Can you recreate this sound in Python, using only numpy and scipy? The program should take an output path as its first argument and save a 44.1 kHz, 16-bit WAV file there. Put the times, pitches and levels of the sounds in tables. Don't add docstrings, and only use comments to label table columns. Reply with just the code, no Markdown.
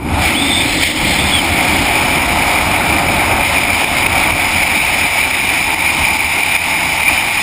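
import sys
import numpy as np
from scipy import signal
from scipy.fft import rfft, irfft, next_fast_len
from scipy.io import wavfile
from scipy.ndimage import uniform_filter1d, map_coordinates

SR = 44100
rng = np.random.default_rng(int(sys.argv[2]) if len(sys.argv) > 2 else 0)


def store_pcm(level_fs):
    pcm = np.round(np.clip(level_fs, -1, 1) * 32767).astype(np.int16)
    wavfile.write(sys.argv[1], SR, np.atleast_2d(pcm).T)


def gain_from_db(level_db):
    decades = np.asarray(level_db, float) / 20
    return 10 ** decades


N = 327222

# time_s, flow_over_port_db, wake_behind_head_db
FLOW = [(0, -21.5, -9.5), (.1, -10.5, -2.5), (.19, -4.5, 2), (.25, 2, 2.5), (.36, -2.5, -2.5),
        (.8, -1.5, 0), (.86, 2.5, 0), (.93, -4.5, -3), (1.03, -1, 1), (2.0, 0, 1), (3.38, -1, 1.5),
        (3.45, -1, -3), (4.3, 0, 0), (4.5, -1, -4), (5.3, 0, -6), (5.4, -1.5, -7.5), (6.1, 0, -5.5),
        (7.42, -1, -7.5)]
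# time_s, turned_aside (0-1), chin_down (0-1)
POSE = [(0, 0.25, 0.4), (.3, 0.35, 0.65), (.85, 0.81, 0.6), (1.3, 0.51, 0.6), (1.6, 0.37, 0.7),
        (2.0, 0.22, 0.55), (3.4, 0.1, 0.62), (4.3, 0.14, 0.57), (5.3, 0.02, 0.4), (5.6, 0, 0.2),
        (7.42, 0, 0.18)]
# time_s, surge_in_port_db, gain_duck_db
EDDIES = [(0.836, 7, 9), (1.39, 6, 4), (3.636, 6, 1), (3.843, 7.5, 6), (4.065, 8, 5.5), (4.307, 7, 6.5),
          (4.456, 6, 1), (4.63, 2, 1), (4.779, 7, 3), (5.09, -5, 3), (5.311, 5.5, 4), (5.742, 5, 4.5),
          (5.865, 4, 2), (6.166, 2, 6), (6.26, -2, 3), (6.41, -4, 6.5), (6.434, 11, 0), (6.563, 3, 9.5),
          (6.865, 0, 1.5), (7.004, 5.5, 1), (7.035, 2, 5), (7.082, 10, -2.5), (7.283, 7, 1.5)]
# time_s, level_db
THUDS = [(.025, 6), (.14, 7.5), (.35, -6), (.87, 2), (.93, -8), (1.03, 5.5), (1.3, -2), (1.8, 2),
         (1.98, -3), (2.37, 2), (2.56, -2), (2.9, 2), (3.39, 2), (3.82, -9), (4.12, 4.5), (4.34, 4),
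         (4.92, 2), (4.98, 1), (5.35, -1), (6.03, 8), (6.43, -4.5)]

# pitch_hz, level_db
BUFFET = [(9, -46), (15, -17), (40, -9), (62, -5), (82, 1), (100, -6.5), (120, -9), (180, -9), (230, -40),
          (400, -120)]
DRUM = [(82, -30), (140, -3.5), (296, 5), (480, -8.5), (620, -36), (1060, -120)]
DRUM_ASIDE = [(82, -32), (140, -17), (210, -4.5), (280, -7), (314, -2.5), (449, -28), (493, -9.5),
              (553, -11), (646, -14), (700, -16), (910, -49), (1540, -120)]
SHELL = [(250, -47), (420, -34), (517, -17), (613, -14.5), (663, -5.5), (718, -9.5), (888, 1), (1010, -8.5),
         (1130, -8), (1230, -13.5), (1340, -15), (1510, -17.5), (1800, -42), (2340, -27), (3960, -120)]
SHELL_DOWN = [(250, -20), (420, -11), (486, -15), (569, -0.5), (639, -9.5), (713, 2.5), (888, -5.5),
              (1160, -10.5), (1270, -4.5), (1510, -10), (1800, -9.5), (2340, -20.5), (3960, -120)]
PORT = [(880, -50), (1500, -19), (1730, -17.5), (2360, 0.5), (2730, -13), (3030, -12.5), (3190, -20),
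        (3710, -16), (4410, -27.5), (5100, -17.5), (5340, -24), (5760, -35.5), (6000, -37.5), (7800, -70),
        (13200, -120)]
PORT_ASIDE = [(880, -40), (1500, -17.5), (1940, -1), (2170, 5), (2680, -5), (2790, -5), (2960, -2.5),
              (3500, 0), (3790, -7), (4140, -8), (5280, -10), (5790, -30.5), (6000, -29), (7800, -62),
              (13200, -120)]
# level_db, db_per_flow_db, db_per_wake_db, turned_aside_db
BUFFET_RULE = (-26, -0.2, 0.88, 1.5)
DRUM_RULE = (-25.5, -0.24, 0.81, 2.5)
SHELL_RULE = (-17.5, 0.27, 0.78, -9)
PORT_RULE = (-17, 1.2, -0.2543, 1.5)

# start_s, length_s, pitch_hz, level_db
WHISTLES = [
    (.348, .292, 3540, -21.5),
    (.655, .195, 4080, -31.5),
    (1.06, .115, 4170, -29.5),
    (1.18, .125, 3540, -24),
    (1.322, .08, 3440, -18),
]

# from_hz, to_hz, threshold_db
SPARED = [(5730, 6060, -65.7), (10550, 10900, -60), (10900, 11250, -56.8), (11250, 11850, -64.3),
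          (11850, 12330, -50), (12330, 13250, -62.3), (13250, 13620, -63.8), (13620, 14750, -60),
          (14750, 15330, -60.5), (15330, 22050, -40)]
SPLIT_EDGES = [0, 340, 690, 1380, 1900, 2900, 3700, 4700, 5700, 6900, 7600, 8300, 9000, 9600, 10300, 11700,
               12400, 13800, 14500, 15200]
# pitch_hz, share_of_frames (0-1)
SPLIT_SHARE = [(200, .09), (1600, .09), (2400, .3), (3300, .09), (7000, .05), (14000, .09)]
# pitch_hz, difference_db
SPLIT_DB = [(170, -27), (1000, -18), (1600, -13.5), (2400, -14), (4000, -10), (14000, -9)]

THUD_S, SURGE_S, DUCK_S = 0.043, 0.0037, 0.042
RING, RING_HZ = 0.16, 2350
WHISTLE_FADE_S, SLIDE_HZ, SLIDE_S = 0.013, 600, 0.024
HUM_FROM_S, HUM_TO_S, HUM_FADE_S = 0.3, 0.82, 0.032
HUM_HZ, HUM_WIDTH_HZ, HUM_DB = 282, 84, -24
HOLD_HZ = 12000


def unit(x):
    return x / np.sqrt(np.mean(x ** 2) + 1e-20)


def curves(rows):
    s, *cols = np.transpose(rows)
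    return [np.interp(np.arange(N) / SR, s, c) for c in cols]


def wobble(rate):
    knots = rng.standard_normal(int(N * rate / SR) + 4)
    return map_coordinates(knots, [np.arange(N) * rate / SR])


def filtered(x, response):
    m = next_fast_len(N + 8192)
    return irfft(rfft(x, m) * response(np.fft.rfftfreq(m, 1 / SR)), m)[..., :N]


def coloured(noise, spectrum):
    f, level_db = np.transpose(spectrum)

    def response(hz):
        return gain_from_db(np.interp(np.log(hz + 1), np.log(f + 1), level_db, -120, -120))

    return unit(filtered(noise, response))


def rush(spectrum, other, blend, patchy_db, flutter_db, flutter_hz):
    z = signal.stft(rng.standard_normal(N), nperseg=512)[2]
    patches = uniform_filter1d(rng.standard_normal(z.shape), size=5, axis=0)
    patches = uniform_filter1d(patches, size=8, axis=1)
    noise = signal.istft(z * gain_from_db(patchy_db * unit(patches)), nperseg=512)[1][:N]
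    share = np.clip(blend, 0, 1)
    mix = (1 - share) * coloured(noise, spectrum) + share * coloured(noise, other)
    return unit(mix * gain_from_db(flutter_db * wobble(flutter_hz)))


def follow(rule):
    level_db, per_flow, per_wake, aside_db = rule
    flow_db, wake_db = curves(FLOW)
    aside, _ = curves(POSE)
    return level_db + per_flow * flow_db + per_wake * wake_db + aside_db * aside


def hum():
    t = np.arange(N) / SR
    gate = np.clip(np.minimum(t - HUM_FROM_S, HUM_TO_S - t) / HUM_FADE_S + 0.5, 0, 1)

    def cavity(f):
        damping = 1j * f * HUM_WIDTH_HZ
        return (damping / (HUM_HZ ** 2 - f * f + damping)) ** 2

    return gain_from_db(HUM_DB) * gate * unit(filtered(rng.standard_normal(N), cavity))


def whistle():
    t = np.arange(N) / SR
    start, length, stage_hz, _ = np.transpose(WHISTLES)
    stage = np.clip(np.searchsorted(start - WHISTLE_FADE_S, t) - 1, 0, None)
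    first, last = start[0], start[-1] + length[-1]
    slide_in = np.exp(-np.clip(t - first, 0, None) / SLIDE_S)
    slide_out = 0.625 * np.exp(-np.clip(last - t, 0, None) / SLIDE_S)
    level = np.zeros(N)
    for s, d, _, db in WHISTLES:
        level += gain_from_db(db) * np.clip(np.minimum(t - s, s + d - t) / WHISTLE_FADE_S + 0.5, 0, 1)
    waver_hz = 35 * wobble(90) + 10 * wobble(18)
    pitch_hz = stage_hz[stage] - SLIDE_HZ * (slide_in + slide_out) + waver_hz
    phase = 2 * np.pi * np.cumsum(pitch_hz) / SR
    narrow = (1.1 + wobble(300)) * np.sin(phase) + wobble(300) * np.cos(phase)
    return level * gain_from_db(1.5 * wobble(35)) * unit(narrow)


def buffet():
    t = np.arange(N) / SR
    thuds_db = sum(db * np.exp(-((t - s) / THUD_S) ** 2) for s, db in THUDS)
    noise = rush(BUFFET, BUFFET, 0, patchy_db=0.2, flutter_db=0.1, flutter_hz=9)
    return gain_from_db(follow(BUFFET_RULE) + thuds_db) * noise


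def drum(gust):
    aside, _ = curves(POSE)
    noise = rush(DRUM, DRUM_ASIDE, aside, patchy_db=-1.4, flutter_db=1.0, flutter_hz=24.77)
    return gain_from_db(follow(DRUM_RULE) + 0.14 * gust) * noise


def shell(gust, surge_db):
    _, down = curves(POSE)
    noise = rush(SHELL, SHELL_DOWN, down, patchy_db=0.4, flutter_db=0.53, flutter_hz=40.1)
    return gain_from_db(follow(SHELL_RULE) + 0.39 * gust + 0.2 * surge_db) * noise


def port(gust, surge_db):
    t = np.arange(N) / SR
    aside, _ = curves(POSE)
    noise = rush(PORT, PORT_ASIDE, aside, patchy_db=1.03, flutter_db=0.75, flutter_hz=111.2)
    hiss = gain_from_db(follow(PORT_RULE) + 0.6 + 0.5 * gust + 0.4 * surge_db) * noise
    ring = RING * (gain_from_db(surge_db) - 1) * np.sin(2 * np.pi * RING_HZ * t)
    return hiss + ring


def wind():
    t = np.arange(N) / SR
    gust = wobble(14)
    surge_db = sum(db * np.exp(-((t - s) / SURGE_S) ** 2) for s, db, _ in EDDIES)
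    return buffet() + drum(gust) + shell(gust, surge_db) + port(gust, surge_db)


def scene():
    air = hum() + whistle() + wind()
    return np.array([air, air])


def spare_bands(x):
    lead = 574
    hz, t, z = signal.stft(np.pad(x, (lead, 0)), SR, "cosine", nperseg=2048)
    spent = np.zeros(len(t))
    loud_db = 10 * np.log10(np.mean(np.abs(z) ** 2, axis=0) + 1e-12)
    mask_db = 0.93 * (loud_db - np.median(loud_db))
    for lo_hz, hi_hz, need_db in SPARED:
        band = (hz >= lo_hz) & (hz < hi_hz)
        level = np.sqrt(np.mean(np.abs(z[band]) ** 2, axis=0))
        saved_db = 15 / (1 + t / 0.1) * (10000 < lo_hz < 13500)
        spent_db = 1.1 * spent * (lo_hz > 14700)
        chance_db = np.convolve(rng.standard_normal(len(t)), [1, 1], "same")
        kept = level > gain_from_db(need_db + mask_db - saved_db + spent_db + chance_db)
        z[band] *= kept
        spent += kept
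    side = np.zeros_like(z)
    for lo_hz, hi_hz in zip(SPLIT_EDGES, SPLIT_EDGES[1:]):
        middle_hz = (lo_hz + hi_hz) / 2
        share = np.interp(middle_hz, *np.transpose(SPLIT_SHARE))
        apart_db = np.interp(middle_hz, *np.transpose(SPLIT_DB))
        band = (hz >= lo_hz) & (hz < hi_hz)
        random_phase = np.exp(2j * np.pi * rng.random(z[band].shape))
        side[band] = gain_from_db(apart_db) * z[band] * random_phase * (rng.random(len(t)) < share)
    stereo = np.array([z + side, z - side])
    return signal.istft(stereo, SR, "cosine", nperseg=2048)[1][:, lead:lead + N]


def band_limit(x):
    return signal.sosfilt(signal.butter(12, 16320, fs=SR, output="sos"), x)


def record(dry):
    t = np.arange(N) / SR
    duck_db = sum(db * (t > s + 0.005) * np.exp(-np.abs(t - s) / DUCK_S) for s, _, db in EDDIES)
    x = dry * gain_from_db(0.96 - duck_db)
    x = x / (1 + np.abs(x / 1.05) ** 6) ** (1 / 6)
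    x = filtered(x, lambda hz: 1 / np.sinc(hz / HOLD_HZ) * (hz < HOLD_HZ / 2))
    sampled = x * (1 + 2 * np.cos(2 * np.pi * HOLD_HZ * t))
    held = filtered(sampled, lambda hz: np.sinc(hz / HOLD_HZ) / np.sqrt(1 + (hz / 15100) ** 30))
    mix = spare_bands(held[0])
    return band_limit(mix)


dry = scene()
out = record(dry)
store_pcm(out)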